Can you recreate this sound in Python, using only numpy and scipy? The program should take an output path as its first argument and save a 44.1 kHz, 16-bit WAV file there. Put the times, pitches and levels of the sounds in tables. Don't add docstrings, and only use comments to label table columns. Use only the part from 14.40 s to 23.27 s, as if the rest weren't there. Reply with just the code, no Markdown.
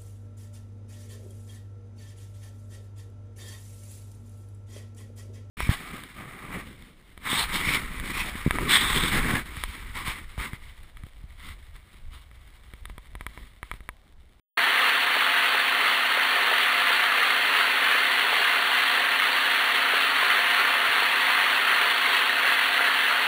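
import sys
import numpy as np
from scipy import signal
from scipy.fft import rfft, irfft, next_fast_len
from scipy.io import wavfile
from scipy.ndimage import map_coordinates

SR = 44100
rng = np.random.default_rng(int(sys.argv[2]) if len(sys.argv) > 2 else 0)


def log_audio(samples):
    frames = np.atleast_2d(samples).T
    limited = np.clip(frames, -1, 1)
    pcm = np.round(limited * 32767).astype(np.int16)
    wavfile.write(sys.argv[1], SR, pcm)


N = 391166
SHAKE_HZ, ROOM_T60_S = 100, 0.57
BAND_HZ = 4540


def chatter():
    # time in seconds, level in dB, swing of the surges in dB.
    heap_levels = [(.18, -19.5, .2), (.6, -21.5, 0.2), (1.8, -20.9, 0.8), (2.2, -21, 0.1), (3.3, -21, 0.5),
                   (4.5, -21.6, -0.3), (5.55, -21.5, .4), (6.12, -20, 0.5), (6.55, -21, 1),
                   (6.9, -20.5, 0.5), (7.4, -20.5, -0.2), (7.8, -21.6, 0.5), (8.1, -21, 1.0),
                   (8.5, -21, -0.1)]
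    sound = unit(plastic_caps() + amp(-10.5) * steel_bowl())
    treble = filtered(sound, lambda hz: 1 - 1 / (1 + (hz / 2300) ** 8))
    level_db, swing_db = curves(heap_levels)
    surge_db = swing_db * surges()
    flicker_db = 0.5 * wobble(per_s=8)
    heavy = amp(level_db + surge_db) * (sound - treble)
    light = amp(-20.5 + 0.59 * surge_db + flicker_db) * treble
    jostle_db = 0.11 * wobble(per_s=9)
    return amp(jostle_db) * (heavy + light)


def plastic_caps():
    # frequency in Hz, gain in dB.
    colour = [(170, -44), (335, -35.5), (390, -16), (620, -17), (780, -12.5), (1150, -3.5), (1750, -2),
              (2060, -1.5), (2250, -6.5), (2800, -5), (3250, -7), (3800, -12.5), (4500, -13.5)]
    ticks = contacts(count=20000, spread_db=2.5, t60=0.011, scatter_cycles=.35)
    heap = unit(workshop(ticks + amp(4.5) * snaps(count=9000), wet_db=-1))
    return unit(filtered(heap, lambda hz: amp(along(colour, hz))))


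def contacts(count, spread_db, t60, scatter_cycles):
    when, pitch = rng.random((count, 2)).T
    strength, late, life = rng.standard_normal((count, 3)).T
    cycle = np.floor(when * N / SR * SHAKE_HZ)
    times = (cycle + scatter_cycles * late) / SHAKE_HZ
    gains = amp(spread_db * np.clip(strength, -2, 2))
    return unit(rings(times, gains, 250 + pitch * BAND_HZ, t60 * np.exp(0.2 * life), samples=400))


def snaps(count):
    at = (rng.random(count) * N).astype(int)
    return unit(np.bincount(at, rng.choice([-1., 1.], count), N))


def surges(first_crest_s=.14):
    # time in seconds, surges per second.
    pace = [(6.1, 2.97), (6.3, 2.66)]
    rate, = curves(pace)
    return np.cos(2 * np.pi * (np.cumsum(rate) / SR - first_crest_s * rate[0]))


def steel_bowl():
    # centre in Hz, width in Hz, relative level in dB.
    modes = [(297, 26, -10), (395.7, 14, -4), (534, 42, -11.5), (659, 3.6, -5.5), (691, 8.6, 2),
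             (712.4, 14.8, 6.5), (808, 7.3, -9), (868.4, 13.6, 3), (919.5, 19, 1.5), (1596, 11, 9),
             (1814, 87, 7.5), (2025, 80, 1), (2674, 8.1, 9), (3340, 20, -5)]

    def resonance(hz):
        return sum(amp(db) * 1j * hz * width / (centre ** 2 - hz ** 2 + 1j * hz * width)
                   for centre, width, db in modes)
    return unit(band(filtered(snaps(count=12000), resonance), low_hz=243, high_hz=4600))


def clacks():
    # start in seconds, relative level in dB, pitch in Hz.
    hard_clacks = [(0.9713, -3, 1690), (1.9589, -1, 1760), (2.9053, 1, 2080), (3.4496, 1, 1680),
                   (3.522, 0, 1750), (4.8216, -1, 1250), (5.9028, 1, 1850), (6.486, -3, 1700),
                   (7.66, 2, 2130), (8.077, 0, 1570), (8.3764, -1, 2040)]
    times, db, hz = np.vstack([hard_clacks, light_clacks(count=14)]).T
    note = rings(times, amp(db), hz, t60=.02, samples=2000)
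    blows = note + amp(1) * cracks(times, db, t60=.012)
    return amp(-13) * band(workshop(blows, wet_db=-1.5), low_hz=990, high_hz=3500)


def light_clacks(count):
    strength, detune = rng.standard_normal((count, 2)).T
    times = rng.random(count) * N / SR
    return np.column_stack([times, -9 + 5 * strength, 1830 * np.exp(0.066 * detune)])


def drops():
    # start in seconds, relative levels of knock and rim slap in dB.
    landings = [(0.766, -29, -28), (1.145, -27, -20), (1.773, -24, -28), (2.113, -26, -24),
                (2.124, -20.5, -21), (2.502, -23, -22), (3.55, -29, -25), (3.927, -24, -21),
                (5.534, -20, -29), (5.827, -24.5, -29), (6.621, -24, -23), (8.405, -29, -25)]
    # pitch in Hz, relative level in dB, seconds to fall 60 dB.
    cap_modes = [(450, -2, .025), (540, 0, .025), (630, -1, .025)]
    times, knock_db, slap_db = np.transpose(landings)
    knocks = amp(10) * cracks(times, knock_db, t60=0.024)
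    for hz, mode_db, t60 in cap_modes:
        strength, detune = rng.standard_normal((len(times), 2)).T
        gains = amp(knock_db + mode_db + strength)
        knocks += rings(times, gains, hz * np.exp(0.023 * detune), t60, samples=3000)
    body = amp(-3) * band(knocks, low_hz=400, high_hz=850)
    rim_hz = 900 * np.exp(0.067 * rng.standard_normal(len(times)))
    rim = rings(times, amp(slap_db + 3.5), rim_hz, t60=.02, samples=2000)
    slap = band(rim + amp(5) * cracks(times, slap_db, t60=.036), low_hz=744, high_hz=1130)
    return workshop(body + slap, wet_db=-15)


def bump():
    # start in seconds, relative level in dB.
    thuds = [(6.488, -49)]
    times, db = np.transpose(thuds)
    thud = rings(times, amp(db), hz=120., t60=.045, samples=4000)
    return amp(4) * band(thud + amp(12) * cracks(times, db, t60=.07), low_hz=55, high_hz=300)


def drive(rock_hz=16.31):
    # multiple of the rocking rate, relative level in dB.
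    hum_lines = [(12, -21.5), (14, -11.5), (15, -2), (16, -5.5), (17, 0.5), (19, -17), (20, -17), (29, -4),
                 (32, 0.5)]
    turns = rock_hz * np.arange(N) / SR + 0.0012 * wobble(per_s=3)
    hum = sum(amp(db + 0.94 * wobble(per_s=4.4)) * np.sin(2 * np.pi * (multiple * turns + rng.random()))
              for multiple, db in hum_lines)
    return amp(-49) * unit(hum)


def room_tone():
    # frequency in Hz, gain in dB.
    colour = [(10, 0), (40, -1.5), (150, 2), (250, -3), (400, 3), (900, -32)]
    return amp(-64) * unit(filtered(rng.standard_normal(N), lambda hz: amp(along(colour, hz))))


def workshop(x, wet_db):
    out, hop = np.pad(x, (0, SR)), SR // 50
    fade = amp(-60 * np.arange(SR // 4) / SR / ROOM_T60_S)
    for start in range(0, N, hop):
        tail = fade * rng.standard_normal(len(fade))
        echo = signal.fftconvolve(x[start:start + hop], tail / np.linalg.norm(tail))
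        out[start:start + len(echo)] += amp(wet_db) * echo
    return out[:N]


def rings(times, gains, hz, t60, samples):
    t = np.arange(samples) / SR
    decay = amp(-60 * t / np.reshape(t60, (-1, 1)))
    waves = gains[:, None] * decay * np.sin(2 * np.pi * np.reshape(hz, (-1, 1)) * t)
    at = (np.abs(times) * SR).astype(int)[:, None] + np.arange(samples)
    return np.bincount(at.ravel(), waves.ravel(), N)[:N]


def cracks(times, levels_db, t60):
    t, out = np.arange(SR // 15) / SR, np.zeros(N + SR)
    for start, db in zip(times, levels_db):
        out[round(start * SR):][:len(t)] += amp(db - 60 * t / t60) * rng.standard_normal(len(t))
    return out[:N]


def amp(db):
    return 10 ** (np.asarray(db) / 20)


def unit(x):
    return x / np.sqrt(np.mean(x ** 2) + 1e-20)


def along(points, hz):
    knots_hz, values = np.transpose(points)
    return np.interp(np.log(hz + 1), np.log(knots_hz + 1), values)


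def curves(rows):
    times, *columns = np.transpose(rows)
    return [np.interp(np.arange(N) / SR, times, column) for column in columns]


def wobble(per_s):
    return map_coordinates(rng.standard_normal(int(N * per_s / SR) + 4), [np.arange(N) * per_s / SR])


def filtered(x, response):
    size = next_fast_len(N + SR // 2)
    return irfft(rfft(x, size) * response(np.fft.rfftfreq(size, 1 / SR)), size)[:N]


def band(x, low_hz, high_hz):
    return signal.sosfilt(signal.butter(3, [low_hz, high_hz], 'band', fs=SR, output='sos'), x)


def scene():
    return (chatter() + clacks() + drops() + bump() + drive() + room_tone())[None]


def record(dry):
    switch_on_s, hold_hz, top_hz = .172, 32012, 15750
    narrow = filtered(dry[0], lambda hz: 1 / np.sqrt(1 + np.minimum(hz / BAND_HZ, 2) ** 240))
    held_at = np.floor(np.arange(N) * hold_hz / SR) * SR / hold_hz
    held = map_coordinates(narrow, [held_at])
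    running = np.clip((np.arange(N) / SR - switch_on_s) / .002, 0, 1)
    return filtered(held * running, lambda hz: hz < top_hz)[None]


dry = scene()
out = record(dry)
log_audio(out)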